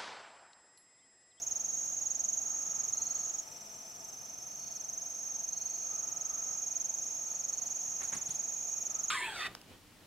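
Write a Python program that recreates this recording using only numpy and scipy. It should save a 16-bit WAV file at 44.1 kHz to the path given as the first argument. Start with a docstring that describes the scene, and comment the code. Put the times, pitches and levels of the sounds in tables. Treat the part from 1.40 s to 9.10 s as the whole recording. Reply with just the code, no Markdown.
"""A wood full of singing cicadas. The two nearest sing about 22 and 23.5 arching whistled syllables a second,
so they drift in and out of step; both break off near two seconds and swell back in.
Behind them are weaker cicadas, trills, a buzz, a far bird's whistles, an outdoor hush and brief rustles close by.
The insects, bird and hum are sine tones with moving pitch; the hush, buzz and rustles are shaped noise.
Echoes come from dying noise tails that imitate trunks and leaves."""
import sys
import numpy as np
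from scipy import signal
from scipy.fft import rfft, irfft
from scipy.io import wavfile

SR = 44100
rng = np.random.default_rng(int(sys.argv[2]) if len(sys.argv) > 2 else 0)


def master_out(mix):
    """Clip the mix to full scale and print it as 16-bit PCM to the path in sys.argv[1]."""
    frames = np.transpose(np.atleast_2d(mix))
    ceiling = np.clip(frames, -1, 1)
    pcm = np.round(ceiling * 32767).astype(np.int16)
    wavfile.write(sys.argv[1], SR, pcm)


N = 339570
TIME = np.arange(N) / SR   # seconds

# One cicada syllable each, around its crest: cycle_share, pitch_offset_hz, level_db
SLOW_SYLLABLE = [(-.5, -800, -32), (-.27, -480, -21), (-.19, -240, -6), (-.11, -40, -1.5), (0, 50, -.3),
                 (.1, -30, -.5), (.19, -310, -2), (.25, -600, -11), (.32, -950, -25), (.5, -1200, -36)]
QUICK_SYLLABLE = [(-.5, -900, -60), (-.28, -600, -16), (-.19, -380, -8), (-.1, -110, -6), (0, 40, -0.5),
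                  (.1, -110, -2), (0.19, -450, -10), (0.259, -760, -32), (0.34, -1000, -21.5),
                  (0.5, -1200, -26.5)]
DEEP_SYLLABLE = [(-.5, -650, -22), (-.25, -320, -13), (-.12, -90, -2), (0, 10, 0), (.12, -70, -.5),
                 (.22, -330, -1), (.32, -660, -9), (.42, -900, -24)]
HIGH_SYLLABLE = [(-.5, -700, -40), (-.13, -450, -20), (-.06, -130, -4), (0, 0, 0), (.06, -130, -3),
                 (.13, -450, -17), (.5, -700, -40)]
# The same columns; this syllable has two humps, the first ending in a long fall
DRAWLING_SYLLABLE = [(-.5, -250, -3), (-.38, -500, -12), (-.2, -400, -20), (-.08, -80, -5), (0, 0, -3),
                     (.08, -150, -1), (.16, -550, 0), (.22, -750, -18), (.36, -400, -15), (.5, -250, -3)]
# Cicada phrases (a negative start is already under way): singer_name, start_s, stop_s, crest_s (time of
# one syllable's crest), syllables_per_s, tempo_loss_per_s, full_crest_pitch_hz, full_level_db
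PHRASES = [ ("slow", -9, 2.012, .0277, 22.0, .113, 6700, -34.5),
           ("slow", 3.03, 9, 3.2207, 21.97, .016, 6785, -35.2),
           ("quick", -1.5, 1.89, .0337, 23.492, .242, 6600, -33.5),
           ("quick", 2.62, 9, 2.688, 23.62, .08, 6560, -35.1),
           ("deep", -9, 9, .0235, 20.96, 0, 5935, -50.6), ("farther", -9, 9, .002, 22.62, 0, 6370, -48.5),
           ("drawling", -9, 9, .092, 5.846, 0, 6100, -56), ("high", -9, 3.1, .044, 7.434, 0, 7350, -59),
           ("high", 4.5, 9, 5.03, 7.44, 0, 7350, -60), ]
# Thin far trills: start_s, stop_s, first_pitch_hz, rise_hz_per_s, level_db
TRILLS = [(0, 2.72, 7590, 15, -64), (3.6, 7.8, 7830, 12, -75.5)]
# Colour of the outdoor hush: pitch_hz, density_db (relative, per Hz)
HUSH_COLOUR = [(25, -9.5), (90, 0.5), (220, 1.5), (400, 0), (600, 3), (850, 2), (1050, -3.5), (1700, -6),
               (3200, -7.5), (4700, -10.5), (7800, -7.5), (9500, -15.5), (12000, -12), (15500, -17.5)]
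# Slow rise and fall of the hush, used relative to its mean: time_s, level_db
HUSH_LEVEL = [(0.0, -62.5), (1.69, -62), (2.97, -64.5), (5.13, -63), (6.4, -62)]
# Narrow bands of background noise: pitch_hz, width_hz, level_db
DRONES = [(209.3, 6.4, -76.5), (687.7, 56, -66), (761, 59, -73.5), (884, 31, -69.5)]
# A hollow far sound that comes and goes: start_s, stop_s, level_db
SWELLS = [(0, .25, -72), (0.994, 1.923, -63), (4.376, 5.12, -62.5), (5.777, 6.155, -67), (7.4, 7.616, -61)]
# Far bird whistles: start_s, length_s, first_pitch_hz, top_pitch_hz, level_db
WHISTLES = [(1.519, 0.39, 4130, 4280, -61.5), (3.083, 0.11, 4280, 4400, -70),
            (3.183, 0.25, 4380, 4430, -63.5), (4.099, 0.45, 4160, 4310, -63),
            (5.847, 0.276, 4280, 4363, -69), (6.109, .25, 4360, 4380, -64.5)]
# Rustles: peak_s, rise_s, decay_s, thud_db, crunch_db, hiss_db
RUSTLES = [(6.619, .0073, .012, -67, -44.5, -60), (6.638, 0.012, 0.037, -74, -58, -58),
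           (6.729, 0.0042, 0.024, -58, -43, -59), (6.75, 0.0055, 0.023, -57, -66, -55.5),
           (6.892, .0021, 0.0079, -48, -56, -52.5), (6.92, .016, .035, -73, -62, -58)]
# How alike noise is in the two ears: pitch_hz, likeness_share (1 is identical)
LIKENESS = [(30, 0.99), (130, 0.94), (290, 0.6), (650, 0.49), (1300, 0.15), (3000, 0.42), (6000, 0.68),
            (8500, 1)]
# Narrowing of the stereo image in the treble: pitch_hz, side_level_db
STEREO_WIDTH = [(7000, 0), (7600, -2), (8600, -5)]

SLOW_PAN_DB, QUICK_PAN_DB = -5.7, -3.8   # left minus right
SWITCH_S = .008   # a singer's voice switches on and off this fast
LEAVES_T60_S = .045   # time for the nearest leaves' scatter to fall 60 dB
BUZZ_DB, BUZZ_GROWTH_DB_PER_S = -77, 1.18
HUSH_DB = -56.5   # mean of the hush's level in dB
SWELL_ATTACK_S, SWELL_RELEASE_S, SWELL_REST_DB = 0.13, 0.15, -70
HUM_START_S, HUM_STOP_S, HUM_FADE_S = 2.45, 3.33, .4
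HUM_HZ, HUM_RISE_HZ_PER_S, HUM_DB = 137, 3.5, -70.5
CUTOFF_HZ = 15760


def from_db(db):
    """Turn decibels into a gain."""
    return 10 ** (np.asarray(db) / 20)


def rms_one(x):
    """Scale to unit power."""
    return x / np.sqrt(np.mean(x ** 2) + 1e-20)


def read(rows, at=TIME):
    """Read every column of a table, joined by straight lines along the first column."""
    first, *columns = np.transpose(rows)
    return [np.interp(at, first, column) for column in columns]


def drift(rate_hz):
    """Smooth random wander of spread 1: noise with its fast changes weakened."""
    hz = np.arange(N // 2 + 1) * SR / N
    spectrum = rfft(rng.standard_normal(N))
    return rms_one(irfft(spectrum / (1 + (hz / rate_hz) ** 2), N))


def gate(start, stop, attack_s, release_s):
    """Rise from the start, hold, and fall after the stop."""
    rise = (TIME - start) / attack_s
    fall = 1 - (TIME - stop) / release_s
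    return np.clip(np.minimum(rise, fall), 0, 1)


def noise(gain_at):
    """Stereo noise of a given colour and unit power; a shared part makes the two ears alike."""
    hz = np.arange(1, N // 2 + 2) * SR / N
    alike = np.clip(read(LIKENESS, hz)[0], 0, 1)
    shares = np.sqrt([1 + alike, 1 - alike])
    spectra = rfft(rng.standard_normal((2, N))) * gain_at(hz) * shares
    mid, side = irfft(spectra, N)
    return rms_one(mid + side * np.array([[1], [-1]]))


def band(centre_hz, width_hz):
    """Noise in one rounded band of pitches."""
    return noise(lambda hz: 1 / (1 + ((hz - centre_hz) / width_hz * 2) ** 4) ** .5)


def place(x, pan_db):
    """Place a sound by its left minus right level."""
    return x * from_db([[pan_db / 2], [-pan_db / 2]])


def wood(x, t60):
    """Scattering by trunks and leaves: a dense dying tail, different in each ear; foliage soaks up the top."""
    age = TIME[:SR]
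    envelope = from_db(-60 * age / t60) * (1 - np.exp(-age / 0.014))
    tail = rng.standard_normal((2, SR)) * envelope
    tail = tail / np.sqrt(np.sum(tail ** 2, axis=1, keepdims=True))
    tail = signal.sosfilt(signal.butter(2, 9000, fs=SR, output="sos"), tail)
    return signal.fftconvolve(x[None], tail, axes=1)[:, :N]


def cicada(strokes, crest_hz, syllable, octave_db, resonance_db=0, upper_hz=12000, upper_width_hz=3000):
    """An abdomen whose pitch and loudness arch with every muscle stroke.

    Its main resonance lifts the basic tone, and an upper one lifts the octave.
    """
    cycle_share = (strokes + .5) % 1 - .5
    bend_hz, stroke_db = read(syllable, cycle_share)
    hz = crest_hz + bend_hz + 25 * drift(117.2)
    phase = 2 * np.pi * np.cumsum(hz) / SR
    roughness = 1 + 0.13 * drift(480)
    loudness = from_db(stroke_db + 1.06 * drift(2.1)) * roughness
    octave_gain = from_db(octave_db) / (1 + (2 * (2 * hz - upper_hz) / upper_width_hz) ** 2)
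    tone = from_db(resonance_db) * np.sin(phase) + octave_gain * np.sin(2 * phase)
    return np.sqrt(2) * loudness * tone


def singer(name, syllable, octave_db, upper_hz=12000, upper_width_hz=3000,
           warm_up_s=0.46, flat_hz=200, soft_db=12):
    """Each phrase starts flat and soft and warms up; a tiring insect may slow a little."""
    out = 0
    for who, start, stop, crest_s, tempo, slowing, full_hz, full_db in PHRASES:
        if who == name:
            age = TIME - crest_s
            strokes = tempo * age - slowing * age ** 2 / 2
            slack = np.exp(-np.maximum(TIME - start, 0) / warm_up_s)   # 1 is cold, 0 fully warm
            crest_hz = full_hz - flat_hz * slack
            resonance_db = -soft_db * slack ** 2
            voice = cicada(strokes, crest_hz, syllable, octave_db, resonance_db, upper_hz, upper_width_hz)
            out = out + from_db(full_db) * gate(start, stop - SWITCH_S, SWITCH_S, SWITCH_S) * voice
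    return out


def near_cicadas():
    """Two loud singers to the right and weaker ones, with scatter from the nearest leaves and the trees."""
    slow = singer("slow", SLOW_SYLLABLE, octave_db=-36, upper_hz=13450, upper_width_hz=350,
                  warm_up_s=2.4, flat_hz=299.3, soft_db=13.5)
    quick = singer("quick", QUICK_SYLLABLE, octave_db=-23.5, upper_hz=12330, upper_width_hz=690,
                   warm_up_s=1.3, flat_hz=180, soft_db=10.0)
    deep = singer("deep", DEEP_SYLLABLE, octave_db=-18.5)
    deep = deep + singer("drawling", DRAWLING_SYLLABLE, octave_db=-11.5)
    others = singer("farther", QUICK_SYLLABLE, octave_db=-27)
    others = others + singer("high", HIGH_SYLLABLE, octave_db=-50)
    direct = place(slow, SLOW_PAN_DB) + place(quick, QUICK_PAN_DB)
    direct = direct + place(deep, pan_db=3.5) + place(others, pan_db=-2)
    leaves = place(from_db(-8.5) * wood(slow + quick, t60=LEAVES_T60_S), pan_db=2.5)
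    trees = from_db(-19) * wood(slow + quick, t60=.25)
    trees = trees + from_db(-9) * wood(deep, t60=.4) + from_db(-1) * wood(others, t60=.4)
    return direct + leaves + trees


def far_chorus(count=4):
    """Distant cicadas at random tempos, blurred by the wood, with noise bands for a surging sizzle."""
    voices = 0
    crests_hz = np.linspace(5850, 6400, count)
    timings = rng.uniform([20, 0], [24, 1], (count, 2))   # syllables per s, starting share of a cycle
    for crest_hz, (tempo, offset) in zip(crests_hz, timings):
        voices = voices + cicada(offset + tempo * TIME, crest_hz, QUICK_SYLLABLE, octave_db=-24)
    chorus = from_db(-56.0) * rms_one(voices + wood(voices, t60=0.36))
    surge = from_db(-63 + 3.5 * drift(15)) * band(5490, 220)
    high_sizzle = from_db(-75.5) * band(10600, 1300)
    return chorus + surge + high_sizzle


def trill(hz, waver_hz, flutter_db):
    """A tone that flutters in level and pitch, with a little scatter from the wood."""
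    phase = 2 * np.pi * np.cumsum(hz + waver_hz * drift(64)) / SR
    tone = np.sin(phase) * from_db(flutter_db * drift(45))
    return tone + 0.18 * wood(tone, t60=0.13)


def far_insects():
    """High trills that creep up in pitch, and a lower noise-band buzz that slowly grows."""
    out = from_db(BUZZ_DB + BUZZ_GROWTH_DB_PER_S * TIME) * band(2460, 146)
    for start, stop, first_hz, rise, level_db in TRILLS:
        tone = trill(first_hz + rise * (TIME - start), waver_hz=30.5, flutter_db=4.5)
        out = out + from_db(level_db) * gate(start, stop, attack_s=0.36, release_s=.04) * tone
    return out


def outdoor_hush():
    """Broad coloured noise that slowly rises and falls."""
    colour_hz, colour_db = np.transpose(HUSH_COLOUR)
    hush = noise(lambda hz: from_db(np.interp(np.log(hz), np.log(colour_hz), colour_db)))
    level_db, = read(HUSH_LEVEL)
    return from_db(HUSH_DB + level_db - level_db.mean()) * hush


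def narrow_drones():
    """Steady narrow bands of noise, a little to the left."""
    drones = sum(from_db(level_db) * band(hz, width) for hz, width, level_db in DRONES)
    return place(drones, pan_db=2.5)


def hollow_swells():
    """A hollow noise band that swells above a faint resting level."""
    swelling = sum(from_db(level_db) * gate(start, stop, SWELL_ATTACK_S, SWELL_RELEASE_S)
                   for start, stop, level_db in SWELLS)
    level = np.hypot(swelling, from_db(SWELL_REST_DB)) * from_db(0.9 * drift(15))
    hollow = band(1272, 148) + 0.73 * band(880, 1800)
    return place(level * hollow, pan_db=4.0)


def passing_hum():
    """A low fluttering tone that fades in and out as its pitch creeps up."""
    hz = HUM_HZ + HUM_RISE_HZ_PER_S * (TIME - HUM_START_S)
    tone = trill(hz, waver_hz=2.43, flutter_db=6.0)
    return from_db(HUM_DB) * gate(HUM_START_S, HUM_STOP_S, HUM_FADE_S, HUM_FADE_S) * tone


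def bird():
    """Soft wavering whistles that slide up and hold, with a long echo from the wood."""
    out = np.zeros(N)
    waver_hz = 50 * drift(142)
    for start, length, first_hz, top_hz, level_db in WHISTLES:
        along = np.clip((TIME - start) / length, 0, 1)
        hz = top_hz + (first_hz - top_hz) * np.exp(-8 * along) + waver_hz
        loudness = np.minimum(1, 18 * along) * np.sqrt(1 - along)   # firm start, fading end
        out += from_db(level_db) * loudness * np.sin(2 * np.pi * np.cumsum(hz) / SR)
    return 1.17 * out + wood(out, t60=0.81)


def rustles():
    """Brief scuffs close by: noise bands make a dull thud, a grainy crunch and a crisp hiss."""
    force = 0
    for peak_s, rise, decay, *levels_db in RUSTLES:
        shape = np.exp(-np.maximum((peak_s - TIME) / rise, (TIME - peak_s) / decay))
        force = force + np.outer(from_db(levels_db), shape)
    grains = rms_one(1 + .55 * np.tanh(1.5 * drift(700)))   # dry fibres catch and let go
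    thud, crunch, hiss = force * grains
    crisp = 0.87 * band(4000, 2200) + 1.18 * band(8740, 3200)
    scuffs = thud * band(176, 100) + crunch * band(1414, 1700) + hiss * crisp
    return scuffs + from_db(-7) * wood(scuffs.mean(axis=0), t60=0.86)


def scene():
    """All the sounds of the wood."""
    insects = near_cicadas() + far_chorus() + far_insects()
    background = outdoor_hush() + narrow_drones() + hollow_swells() + passing_hum()
    return insects + background + bird() + rustles()


def record(dry):
    """The stereo image narrows in the treble and the top is cut steeply."""
    mid, side = (dry[0] + dry[1]) / 2, (dry[0] - dry[1]) / 2
    side_db, = read(STEREO_WIDTH, np.arange(N // 2 + 1) * SR / N)
    side = irfft(rfft(side) * from_db(side_db), N)
    top_cut = signal.ellip(12, .1, 70, CUTOFF_HZ, fs=SR, output="sos")
    return signal.sosfilt(top_cut, [mid + side, mid - side])


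dry = scene()
out = record(dry)
master_out(out)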